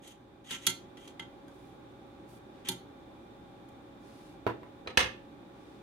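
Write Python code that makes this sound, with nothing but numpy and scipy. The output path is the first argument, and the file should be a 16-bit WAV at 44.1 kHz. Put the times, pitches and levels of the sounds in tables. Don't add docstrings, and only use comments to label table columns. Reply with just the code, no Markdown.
import sys
import numpy as np
from scipy import signal
from scipy.fft import rfft, irfft
from scipy.io import wavfile

SR = 44100
rng = np.random.default_rng(int(sys.argv[2]) if len(sys.argv) > 2 else 0)


def wav_out(sig):
    wavfile.write(sys.argv[1], SR, np.round(np.clip(np.atleast_2d(sig).T, -1, 1) * 32767).astype(np.int16))


N = 256662

# t/s, level/dB, tilt/(dB/oct), arm 1 ping/Hz, arm 2 ping/Hz, ping mix/dB, boom/dB
BASKET_CLINKS = [(.076, -29.5, 1, 8900, 6100, -13, -30), (.508, -11.5, -4.5, 3150, 3830, -9, -18),
                 (.667, 3.5, -0.5, 6170, 3300, -8, -9.5), (.971, -29, -8, 5830, 1950, -11, -48),
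                 (1.076, -26.5, -5, 6100, 3320, -11, -37), (1.1951, -14, -8.5, 2070, 3230, 1, -16.5),
                 (1.48, -37.5, -1.5, 1560, 1540, -3, -27), (2.6865, -4, 1.2, 4295, 3550, -5.5, -7),
                 (3.686, -43, 1.5, 14000, 14160, -15.5, -34)]
# start/s, end/s, level/dB, swell/dB, tilt/(dB/oct)
BASKET_SCRAPES = [(0.013, 0.136, -58, 3.5, -3.5), (.435, .512, -50.5, 24, -5), (0.505, .569, -39, -9, -5.5),
                  (0.569, .67, -52, 21, -5), (.965, 1.11, -61.5, 0, -4), (2.645, 2.691, -46.5, 5.5, -7)]
# start/s, end/s, level/dB, tilt/(dB/oct)
SOFT_RUBS = [(1.429, 1.801, -74, 1.5), (2.258, 2.41, -66.5, 3.5), (2.518, 2.65, -69.5, -6),
             (3.95, 4.424, -66.5, -2), (5.481, 5.884, -69.5, -5)]
# t/s, level/dB, tilt/(dB/oct), ping/Hz, ping mix/dB
COUNTER_KNOCKS = [(4.4663, 3, 0, 627, -15), (4.4755, -10, 2.5, 990, -0.5), (4.632, -22.5, 1, 985, -7),
                  (4.862, -19.5, -5.5, 400, -10)]
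# t/s, level/dB, tilt/(dB/oct), arm 1 ping/Hz, arm 2 ping/Hz
TONG_LANDINGS = [(4.8732, -11.5, -3, 4000, 2400), (4.9731, 7, 1.44, 2700, 1775)]

# f/Hz, level/dB, t60/s
TONG_RING = [(1358, -9, .22), (1556, -12, .18), (2015, -7, .18), (2116, -6, .18), (2387, -4, .2),
             (2780, -4, .16), (2993, -2, .17), (3165, -1, .12), (3330, -1, .16), (3605, 0, .15),
             (3965, -2, .16), (4258, -4, .19), (4366, -7, .14), (4883, -7, .12), (6153, -3, .24),
             (6480, -5, .16), (6560, -7, .16), (6652, -6, .13), (6930, -6, .15), (7555, -6, .16),
             (9017, -9, .12), (9508, -8, .13), (10450, -4, .1), (11480, -10, .15)]
BASKET_RING = [(121, -5, .45), (181, 1, .28), (259, -4, .2), (330, -5, .18), (368, -3, .2), (833, -10, .2),
               (912, -5, .26), (1404, -17, .22)]
COUNTER_RING = [(75, -6, .35), (121, 0, .45), (288, -1, .25), (345, -1, .11), (420, -4, .13), (645, 1, .11),
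                (830, -9, .2), (997, 1, .19), (1086, -9, .22), (1309, -7, .17), (1404, -10, .16),
                (1964, -9, .13), (2390, -13, .15), (2750, -15, .15)]
CLATTER_RING = [(79, -4, .5), (118, -4, .45), (303, -10, .25), (425, -6, .25), (522, 2, .33),
                (764, -7, .22), (1023, -5, .33), (1058, -6, .22), (1172, -3, .25), (1273, -5, .22),
                (1646, 1, .25), (1740, 2, .25), (1786, 1, .28), (1830, -3, .22), (1992, -2, .25),
                (2110, -4, .25), (2167, -4, .25), (2531, -4, .22), (2716, -1, .23), (2758, -1, .24),
                (2938, -3, .2), (3052, -2, .23), (3374, -3, .23), (3720, -4, .24), (4198, -7, .23),
                (4775, -10, .23), (5885, -14, .15), (6190, -12, .2), (11322, -18, .24)]
# f/Hz, level/dB
TONG_EQ = [(60, -50.5), (200, -24.5), (700, -32.5), (1500, -15), (2600, -10.5), (3250, 3), (4200, -9),
           (5300, -11), (6700, -6), (8400, -11), (10400, -4.5), (12500, -12), (15500, -23)]
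COUNTER_EQ = [(25, -32), (110, 0.5), (185, -6.5), (320, 4), (650, -1.5), (800, -1.5), (1000, -2.5),
              (2000, -11), (3200, -20), (5500, -35.5), (9000, -43.5), (16000, -40.5)]
CLATTER_EQ = [(25, -36.5), (70, -5), (190, -13.5), (480, -4.5), (700, -9.5), (1200, -2.5), (1750, -6.5),
              (2800, -1), (4000, -8.5), (5200, -15.5), (6300, -11), (7200, -26.5), (8700, -19),
              (10000, -26.5), (16000, -37)]
RUB_EQ = [(500, -13), (2000, 2.5), (4500, 3.5), (7500, -1), (10000, 0.5), (13000, -6), (16000, -11)]
# f/Hz, t60/s
TONG_DECAY = [(500, 0.054), (3300, 0.036), (7000, 0.04), (12000, .03)]
COUNTER_DECAY = [(100, 0.1), (500, 0.032), (2000, 0.061), (8000, 0.053)]
CLATTER_DECAY = [(100, 0.14), (500, 0.059), (2000, 0.033), (8000, 0.035)]
ROOM_DECAY = [(100, 0.57), (400, 0.17), (1500, 0.3), (4000, 0.3), (12000, 0.21)]

# f/Hz, level/dB
AIR_EQ = [(15, -42.5), (25, -15), (44, -9.5), (113, -5.5), (148, -4), (368, 1), (410, -5.5), (537, -11.5),
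          (648, -10.5), (826, -15), (945, -11), (2850, -27.5), (3630, -28.5), (5010, -35), (15500, -44)]
# f/Hz, left-right correlation
AIR_CORRELATION = [(60, 0.47), (150, 1), (380, 0.69), (950, -0.23), (2380, 0.072), (5980, -0.1),
                   (15000, -0.22)]
# f/Hz, level/dB before the fader
MOTOR_TONES = [(59, -71), (118.4, -66.5), (279.9, -64.5), (554.5, -65.5), (834.4, -67), (1147, -76),
               (1270, -84), (1427, -80.5), (1588, -83)]
# f/Hz, width/Hz, level/dB before the fader
DUCT_PEAKS = [(306, 35, -74), (378, 30, -81), (539, 40, -74.5), (790, 46, -66.5), (2380, 67, -81),
              (3570, 420, -77)]
# t/s, level/dB
FAN_FADER = [(0, -3.5), (.45, -4.5), (.8, -0.5), (2.5, 0)]

EDGE_HZ = 15900
CLINK_LAG_S, LANDING_LAG_S = .0031, .0024


def tongs_in_basket():
    struck = lambda: body(TONG_RING, TONG_EQ, TONG_DECAY, ring_db=-6, snap_db=-19)
    pressed = body(TONG_RING, TONG_EQ, TONG_DECAY, ring_db=-12, snap_db=-9.5)
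    out = slide(BASKET_SCRAPES, pressed, slips_per_s=3500, uneven_db=2.5, fade=1 / 4)
    for s, *contact, boom_db in BASKET_CLINKS:
        out += strike(both_arms(s, *contact, CLINK_LAG_S), struck, ping_t60=0.055)
        add(out, s + CLINK_LAG_S, amp(boom_db) * ring(BASKET_RING, spread_hz=2400))
    return out * pan(-1.7)


def tongs_put_down():
    landing = lambda: body(CLATTER_RING, CLATTER_EQ, CLATTER_DECAY, ring_db=-8.5, snap_db=-18.5)
    blows = []
    for contact in TONG_LANDINGS:
        blows += both_arms(*contact, ping_db=-5.5, lag_s=LANDING_LAG_S)
    drop_s, drop_db, drop_tilt, *_ = TONG_LANDINGS[-1]
    blows += hops(drop_s, drop_db, drop_tilt)
    return strike(blows, landing, ping_t60=0.024) * pan(-2.1)


def both_arms(s, db, tilt, first_hz, second_hz, ping_db, lag_s):
    return [(s, db, tilt, first_hz, ping_db), (s + lag_s, db, tilt, second_hz, ping_db)]


def hops(s, db, tilt, hop_s=.0186, shrink=0.96, rebound_db=-9.5, loss_db=3.5, dulling=0.93):
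    blows = []
    for k, pings_hz in enumerate(rng.uniform(1700, 4000, (5, 2))):
        s += hop_s * shrink ** k
        hop_db = db + rebound_db - k * loss_db
        hop_tilt = tilt - (k + 1) * dulling
        blows += both_arms(s, hop_db, hop_tilt, *pings_hz, ping_db=-10.5, lag_s=LANDING_LAG_S)
    return blows


def counter_knocks():
    knock = lambda: body(COUNTER_RING, COUNTER_EQ, COUNTER_DECAY, ring_db=-8.5, snap_db=-7.5)
    return strike(COUNTER_KNOCKS, knock, ping_t60=0.036) * pan(-3)


def rubbing(swell_db=-2):
    grain = click(RUB_EQ)[None]
    strokes = [(start, end, db, swell_db, tilt) for start, end, db, tilt in SOFT_RUBS]
    return np.array([slide(strokes, grain, slips_per_s=5000, uneven_db=1.8, fade=2 / 3)[side]
                     for side in range(2)])


def strike(blows, make_hit, ping_t60):
    out = np.zeros((2, N))
    for s, db, tilt, ping_hz, ping_db in blows:
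        ping = amp(ping_db) * ring([(ping_hz, 0, ping_t60)], spread_hz=3400)
        add(out, s, amp(db) * unit(brighten(make_hit(), tilt) + ping))
    return out


def slide(strokes, response, slips_per_s, uneven_db, fade):
    out = np.zeros((2, N))
    for start, end, db, swell_db, tilt in strokes:
        sizes = rng.standard_normal(SR) * amp(uneven_db * rng.standard_normal(SR))
        slips = sizes * (rng.random(SR) < slips_per_s / SR)
        n = np.clip(round((end - start) * SR), 64, SR)
        swell = amp(np.linspace(0, swell_db, n))
        drive = unit_rms(slips[:n] * swell) * signal.windows.tukey(n, fade)
        add(out, start, amp(db) * signal.fftconvolve(drive[None], brighten(response, tilt), axes=1))
    return out


def body(modes, eq, decay, ring_db, snap_db):
    wash = unit(mono_bass(dying_noise(decay), below_hz=370))
    wash[:, 0] += amp(snap_db)
    attack = unit(signal.fftconvolve(wash, click(eq)[None], axes=1)[:, :SR // 2])
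    return unit(attack + amp(ring_db) * ring(modes))


def ring(modes, spread_hz=1400):
    t, out = np.arange(SR // 2) / SR, 0
    for hz, db, t60 in modes:
        phase = rng.uniform(-1, 1, (2, 1)) * min(hz / spread_hz, np.pi)
        rise = 1 - np.exp(-2 * hz * t)
        envelope = rise * amp(-60 * t / t60)
        out = out + amp(db) * unit(envelope * np.sin(2 * np.pi * hz * t + phase))
    return unit(out)


def brighten(x, tilt):
    octaves = np.log2(EDGE_HZ / 500)
    tilt_filter = click([(500, 0), (EDGE_HZ, tilt * octaves)], size=512)
    tilted = signal.fftconvolve(x, tilt_filter[None], axes=1)[:, :x.shape[1]]
    return tilted * np.linalg.norm(x) / np.linalg.norm(tilted)


def fan(waver_rad=0.96, waver_hz=6):
    hz, t = np.fft.rfftfreq(N, 1 / SR), np.arange(N) / SR
    left, unrelated = rfft(rng.standard_normal((2, N)))
    correlation = np.clip(curve(AIR_CORRELATION, hz), -1, 1)
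    right = correlation * left + np.sqrt(1 - correlation ** 2) * unrelated
    air = np.array([left, right])
    out = amp(-53.5) * unit_rms(irfft(air * amp(curve(AIR_EQ, hz)), N))
    for centre, width, db in DUCT_PEAKS:
        detune = 2 * (hz - centre) / width
        out += amp(db) * unit_rms(irfft(air / (1 + detune ** 2), N))
    for tone_hz, db in MOTOR_TONES:
        drift_spectrum = rfft(rng.standard_normal(N)) / (1 + (hz / waver_hz) ** 2)
        drift = waver_rad * unit_rms(irfft(drift_spectrum, N))
        out += amp(db) * np.sqrt(2) * np.sin(2 * np.pi * tone_hz * t + drift)
    fader = amp(np.interp(t, *np.transpose(FAN_FADER)))
    return out * fader * pan(-1.1)


def kitchen(x, onset_s=.003, slap_s=.031, slap_width_s=.0055, slap_lift=1.1):
    tail = mono_bass(dying_noise(ROOM_DECAY), below_hz=457)
    t = np.arange(tail.shape[1]) / SR
    fade_in = 1 - np.exp(-(t / onset_s) ** 2)
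    slap = 1 + slap_lift * np.exp(-((t - slap_s) / slap_width_s) ** 2)
    send = signal.sosfilt(signal.butter(2, 170, "highpass", fs=SR, output="sos"), x)
    return signal.fftconvolve(send, unit(tail * fade_in * slap), axes=1)[:, :N]


def dying_noise(decay):
    hz, t, bands = signal.stft(rng.standard_normal((2, SR // 2)), SR, nperseg=64)
    envelopes = amp(-60 * t / curve(decay, hz)[:, None])
    return signal.istft(bands * envelopes, SR, nperseg=64)[1][:, :SR // 2]


def mono_bass(x, below_hz):
    bass = signal.sosfiltfilt(signal.butter(2, below_hz, fs=SR, output="sos"), x, padtype=None)
    return np.array([x[0], x[1] + bass[0] - bass[1]])


def click(eq, size=4096):
    hz = abs(np.fft.fftfreq(size, 1 / SR))
    log_gain = np.log(amp(curve(eq, hz)))
    spectrum = np.exp(np.conj(signal.hilbert(log_gain)))
    return unit(np.fft.ifft(spectrum).real[:size // 2])


def curve(points, hz):
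    f, value = np.transpose(points)
    return np.interp(np.log(hz + 1), np.log(f + 1), value)


def amp(db):
    return 10 ** (np.asarray(db) / 20)


def unit_rms(x):
    return x / np.sqrt(np.mean(x ** 2) + 1e-20)


def unit(x):
    return x / np.sqrt(np.sum(x ** 2, -1, keepdims=True) + 1e-20)


def pan(db):
    return amp([[db / 2], [-db / 2]])


def add(mix, s, sound):
    part = mix[:, max(round(s * SR), 0):][:, :sound.shape[1]]
    part += sound[:, :part.shape[1]]


def scene():
    cooker = tongs_in_basket() + rubbing()
    counter = counter_knocks() + tongs_put_down()
    room = kitchen(amp(-9.5) * cooker + amp(-4.5) * counter)
    return cooker + counter + room + fan()


def record(dry):
    high_cut = signal.firwin(511, EDGE_HZ, window=("kaiser", 9), fs=SR)
    return signal.oaconvolve(dry, high_cut[None], "same")


dry = scene()
out = record(dry)
wav_out(out)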